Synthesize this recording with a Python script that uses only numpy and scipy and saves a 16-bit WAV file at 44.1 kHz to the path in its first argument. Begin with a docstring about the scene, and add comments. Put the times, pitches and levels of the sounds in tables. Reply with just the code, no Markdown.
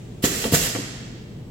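"""A hard-walled workshop, a stereo microphone a short way from an air-driven machine.
At first there is ventilation rumble, mains hum and a faint hiss of earlier air dying in the hall.
At 0.22 s a valve spits, the piston thuds home with a blast of air, the exhaust hisses on,
and the piston clacks back. A second stroke with a shorter hiss follows at 0.51 s.
From 0.8 s the hall rings out over the rumble."""
import sys
import numpy as np
from scipy import signal
from scipy.io import wavfile

SR = 44100
rng = np.random.default_rng(int(sys.argv[2]) if len(sys.argv) > 2 else 0)


def master(y):
    """Save y as 16-bit WAV."""
    cut = np.clip(np.atleast_2d(y).T, -1, 1)
    pcm = np.round(cut * 32767)  # scale
    wavfile.write(sys.argv[1], SR, pcm.astype(np.int16))


N = 66150
T = np.arange(N) / SR

# valve strokes: (opens [s], opening time [s], blast starts [s], shuts [s],
# spit [dB], blast [dB], exhaust at shutting [dB], exhaust growth until then [dB])
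VALVE_STROKES = [(0.2215, 0.011, 0.24, 0.465, -27.5, -19, -30.5, 3),
                 (0.514, 0.014, .5365, 0.67, -22, -16.5, -26.5, 2)]
# colours of the escaping air: (frequency [Hz], relative level per Hz [dB])
SPIT_COLOUR = [(100, -26), (700, -1.5), (2000, -2), (5000, -0.5), (7500, -8), (9000, -9.5), (12500, 1),
               (16000, -2.5)]
BLAST_COLOUR = [(50, -34), (130, -18), (450, 7), (950, -1.5), (1900, 5.5), (2700, 0), (3300, 3.5),
                (5500, 3.5), (7500, 2.5), (8700, -8), (12000, -1.5), (16000, -9.5)]
EXHAUST_COLOUR = [(50, 12.5), (150, 7.5), (500, 8.5), (1000, -4), (1900, 3.5), (3200, 3), (5500, 2.5),
                  (7600, -4.5), (8700, -8), (11500, 0), (16000, -5.5)]
# direction of the air at the microphone: (frequency [Hz], left minus right [dB])
SPIT_EXHAUST_BALANCE = [(200, -1), (1500, -2), (5000, 0.5), (9000, -13), (15000, 0)]
BLAST_BALANCE = [(200, -7), (1300, 0), (5000, -4.5), (15000, -10)]
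# whistling resonances of the outlet: (frequency [Hz], width [Hz], level against the hiss [dB])
OUTLET_MODES = [(1500, 20, -18), (1930, 40, -11), (2720, 73, -4), (3240, 57, -7), (5940, 17, -5),
                (6720, 25, -1.5), (6810, 67, 3.5), (7576, 550, 5.5)]
# piston knocks, relative levels: (time [s], thud [dB], thud pitch [Hz], thud t60 [s],
# clack [dB], clack centre [Hz], ping [dB], shudder [dB])
PISTON_KNOCKS = [(0.1212, -59, 500, 0.0088, -60, 2300, -56, -61.5),
                 (0.2394, -7.5, 277, 0.019, -19, 2000, -19.5, -31),
                 (0.2452, -16, 401, 0.027, -23, 1000, -28, -27),
                 (0.4407, -27.5, 464, 0.035, -23, 1850, -24, -42),
                 (0.4512, -23, 420, 0.065, -26, 584, -50.5, -25),
                 (0.4553, -26.5, 224.5, 0.13, -40, 600, -45, -38),
                 (0.5237, -13, 271, 0.015, -26, 600, -36, -26),
                 (0.5337, -12, 154.2, .095, -24, 2310, -24, -29),
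                 (0.5367, -14.5, 427, .018, -27, 520, -24, -26),
                 (0.7499, -24, 345, 0.021, -23.5, 1040, -44, -29.5),
                 (0.7599, -38, 247.2, 0.034, -28, 1005, -52, -38),
                 (0.7861, -30.5, 296, 0.078, -53, 900, -60, -38)]
# modes of the machine frame and the steel end stop: (frequency [Hz], relative level [dB], t60 [s])
FRAME_MODES = [(123, -15.5, 0.29), (162.2, -19.5, 0.28)]
END_STOP_MODES = [(852, -8, 0.054), (1475, -16.5, 0.077), (1916, -5, 0.034), (3190, -1, 0.045),
                  (4015, -4.5, 0.034)]
# rattling panels: (frequency [Hz], relative level per Hz [dB])
PANEL_COLOUR = [(60, -14), (130, 7.5), (240, 5.5), (330, -2), (430, 0.5), (600, 2), (900, -10), (3000, -47)]
# first reflections and hall tail at the microphone: (frequency [Hz], relative level [dB])
NEAR_WALL_LEVELS = [(150, -18.5), (600, -4.5), (1200, -4.5), (3000, -5.5), (12000, -5)]
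TAIL_LEVELS = [(100, -9.5), (500, -6), (2000, -2), (7500, 0), (9500, -2.5), (16000, -3.5)]
# decay of the hall: (frequency [Hz], t60 [s])
TAIL_T60 = [(100, 0.5), (500, 1.14), (2000, 1.66), (5000, 1.3146), (7700, 0.96), (10000, 0.78),
            (16000, 0.32)]
# likeness of the microphone's two channels: (frequency [Hz], correlation [0 to 1])
CHANNEL_LIKENESS = [(60, 0.96), (180, 0.97), (520, 0.54), (1300, 0), (16000, 0)]
# lingering air and ventilation: (frequency [Hz], relative level per Hz [dB])
LINGERING_COLOUR = [(500, 0.5), (1100, -4), (3000, -1.5), (5000, -8), (7800, -4), (8800, -17), (16000, -27)]
VENT_COLOUR = [(25, -10), (45, -5), (70, -9), (125, -1), (215, -3.5), (290, -11.5), (410, -11.5),
               (560, -20.5), (800, -25.5), (1200, -34.5), (2000, -37), (3000, -35.5), (5000, -44),
               (7600, -42.5), (8700, -59), (16000, -46)]
# faint electrical whines: (frequency [Hz], level [dB])
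ELECTRIC_WHINES = [(8000, -71), (10000, -74)]

SPIT_S, SHUT_S, EXHAUST_RISE_S, FLUTTER_DB = 0.037, 0.013, 0.021, 0.54
BLAST_RISE_S, BLAST_DECAY_S = 0.0095, 0.019
CLACK_RISE_S, CLACK_DECAY_S, CLACK_EDGE_RATIO = 0.0016, 0.0024, 2.17
SHUDDER_RISE_S, SHUDDER_DECAY_S = 0.0045, 0.018
THUD_SOFT_HZ, STOP_SCATTER_DB, LOOSE_PAN_DB = 900, 3, 1
HALL_BUILD_S, LINGERING_DB, LINGERING_DECAY_S = 0.0086, -53.5, 0.47
VENT_DB, HUM_HZ, HUM_DB = -38, 117.5, -44
CUTOFF_HZ = 15900
SIDES = np.array([[.5], [-.5]])  # splits a level difference between left and right


def air():
    """Compressed air spits from the valve, blasts and hisses on, whistling in the outlet."""
    spit, blast, exhaust = 0, 0, 0
    for opens, opening_s, hit, shuts, spit_db, blast_db, exhaust_db, growth_db in VALVE_STROKES:
        spit += from_db(spit_db) * envelope(opens, opening_s, opens + SPIT_S, SHUT_S)
        blast += from_db(blast_db) * burst(hit, BLAST_RISE_S, BLAST_DECAY_S)
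        swell_db = growth_db * np.clip((T - shuts) / (shuts - opens), -1, 0)
        exhaust += from_db(exhaust_db + swell_db) * envelope(hit, EXHAUST_RISE_S, shuts, SHUT_S)
    jet = spit * coloured(SPIT_COLOUR, SPIT_EXHAUST_BALANCE)
    jet += blast * coloured(BLAST_COLOUR, BLAST_BALANCE)
    jet += exhaust * coloured(EXHAUST_COLOUR, SPIT_EXHAUST_BALANCE)
    jet *= from_db(FLUTTER_DB * drift(40))
    whistles = sum(from_db(db) * butter(jet, [hz - width / 2, hz + width / 2], "band", order=1)
                   for hz, width, db in OUTLET_MODES)
    return jet + whistles


def piston():
    """Each knock thuds, rings the frame and steel stop, clacks loose parts and shakes the panels."""
    blows, thuds, clacks, pings, shudder = 0, 0, 0, 0, 0
    for time, thud_db, thud_hz, thud_t60, clack_db, clack_hz, ping_db, shudder_db in PISTON_KNOCKS:
        click = (np.arange(N) == int(time * SR)).astype(float)
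        blows += from_db(thud_db) * click
        thuds += from_db(thud_db) * ring(click, thud_hz, thud_t60)
        clack_band = [clack_hz / CLACK_EDGE_RATIO, clack_hz * CLACK_EDGE_RATIO]
        rattle = rms_one(butter(rng.standard_normal((2, N)), clack_band, "band"))
        clacks += from_db(clack_db) * rattle * burst(time, CLACK_RISE_S, CLACK_DECAY_S)
        for hz, db, t60 in END_STOP_MODES:  # each blow shares its strength differently among the modes
            scatter_db = STOP_SCATTER_DB * rng.standard_normal((2, 1))
            pings += from_db(ping_db + db + scatter_db) * ring(click, hz, t60)
        shudder += from_db(shudder_db) * burst(time, SHUDDER_RISE_S, SHUDDER_DECAY_S)
    frame = sum(from_db(db) * ring(blows, hz, t60) for hz, db, t60 in FRAME_MODES)
    body = butter(2 * thuds + frame, THUD_SOFT_HZ, "low")
    loose = (clacks + shudder * coloured(PANEL_COLOUR)) * from_db(LOOSE_PAN_DB * SIDES)
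    return loose + pings + butter(body, hz=88, kind="high")


def hall(x):
    """Nearby surfaces answer first, then comes a long tail that dies soonest in the high treble."""
    response = 0
    for hz, band in noise_bands():
        near = envelope(start=0.00363, rise_s=0.00071, end=0.0029, decay_s=0.002)
        tail = np.clip(T / HALL_BUILD_S, 0, 1) * from_db(-60 * T / at_hz(TAIL_T60, hz))
        near_power = from_db(2 * at_hz(NEAR_WALL_LEVELS, hz)) * near ** 2 / np.sum(near ** 2)
        tail_power = from_db(2 * at_hz(TAIL_LEVELS, hz)) * tail ** 2 / np.sum(tail ** 2)
        response += band * np.sqrt(near_power + tail_power)
    return signal.fftconvolve(x, response, axes=1)[:, :N]


def lingering_air():
    """A faint hiss of earlier air, still dying away in the hall at the start."""
    return from_db(LINGERING_DB) * np.exp(-T / LINGERING_DECAY_S) * coloured(LINGERING_COLOUR)


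def room_tone():
    """Steady ventilation rumble, a wavering mains hum and thin electrical whines that swell and fade."""
    hum = np.sqrt(2) * np.sin(2 * np.pi * HUM_HZ * T) * (1 + 0.092 * drift(5))
    whine = sum(from_db(db + 1.1 * drift(4)) * np.sin(2 * np.pi * hz * T + 0.61 * drift(30))
                for hz, db in ELECTRIC_WHINES)
    return from_db(VENT_DB) * coloured(VENT_COLOUR) + from_db(HUM_DB) * hum + whine


def noise_bands():
    """Narrow bands of stereo noise, alike in the bass and unrelated in the treble."""
    edges = np.geomspace(22, 17500, 48)
    white = rng.standard_normal((2, 2, N + SR // 4))
    for k, (low, high) in enumerate(zip(edges, edges[1:])):
        mid, side = butter(white[k % 2], [low, high], "band")[:, -N:]
        hz = np.sqrt(low * high)
        alike = at_hz(CHANNEL_LIKENESS, hz)
        yield hz, (np.sqrt(1 + alike) * mid + np.sqrt(1 - alike) * side * [[1], [-1]]) / np.sqrt(2)


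def coloured(spectrum, pan=None):
    """Stereo noise of a given colour and direction, rms 1."""
    return rms_one(sum(band * from_db(at_hz(spectrum, hz) + (SIDES * at_hz(pan, hz) if pan else 0))
                       for hz, band in noise_bands()))


def envelope(start, rise_s, end, decay_s):
    """Linear attack from the start, exponential release from the end."""
    return np.clip((T - start) / rise_s, 0, 1) * np.exp(-np.maximum(T - end, 0) / decay_s)


def burst(start, rise_s, decay_s):
    """An envelope that falls as soon as it has risen."""
    return envelope(start, rise_s, start + rise_s, decay_s)


def ring(x, hz, t60):
    """A unit click sets a sine of height 1 ringing."""
    radius, angle = from_db(-60 / (t60 * SR)), 2 * np.pi * hz / SR
    return signal.lfilter([0, np.sin(angle)], [1, -2 * radius * np.cos(angle), radius ** 2], x + 1e-18)


def drift(rate_hz):
    """Slow random wander, rms 1."""
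    return rms_one(butter(rng.standard_normal(2 * N), rate_hz, "low")[N:])


def butter(x, hz, kind, order=2):
    """Causal Butterworth filter, corners no lower than 10 Hz."""
    sections = signal.butter(order, np.clip(hz, 10, .45 * SR), kind, fs=SR, output="sos")
    return signal.sosfilt(sections, x + 1e-18)


def at_hz(points, hz):
    """Read a table on a log-frequency axis."""
    frequencies, values = np.transpose(points)
    return np.interp(np.log(hz), np.log(frequencies), values)


def from_db(db):
    """Decibels to gain."""
    return 10 ** (np.asarray(db) / 20)


def rms_one(x):
    """Scale to rms 1."""
    return x / np.sqrt(np.mean(x ** 2) + 1e-20)


def scene():
    """At the microphone: the machine direct, the hall around it, the room tone behind."""
    machine = air() + piston()
    return machine + hall(machine) + lingering_air() + room_tone()


def record(dry):
    """The microphone chain rounds the peaks and cuts the top."""
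    rounded = .8 * np.tanh(dry / .8)
    return signal.sosfilt(signal.ellip(12, .1, 80, CUTOFF_HZ, fs=SR, output="sos"), rounded)


dry = scene()
out = record(dry)
master(out)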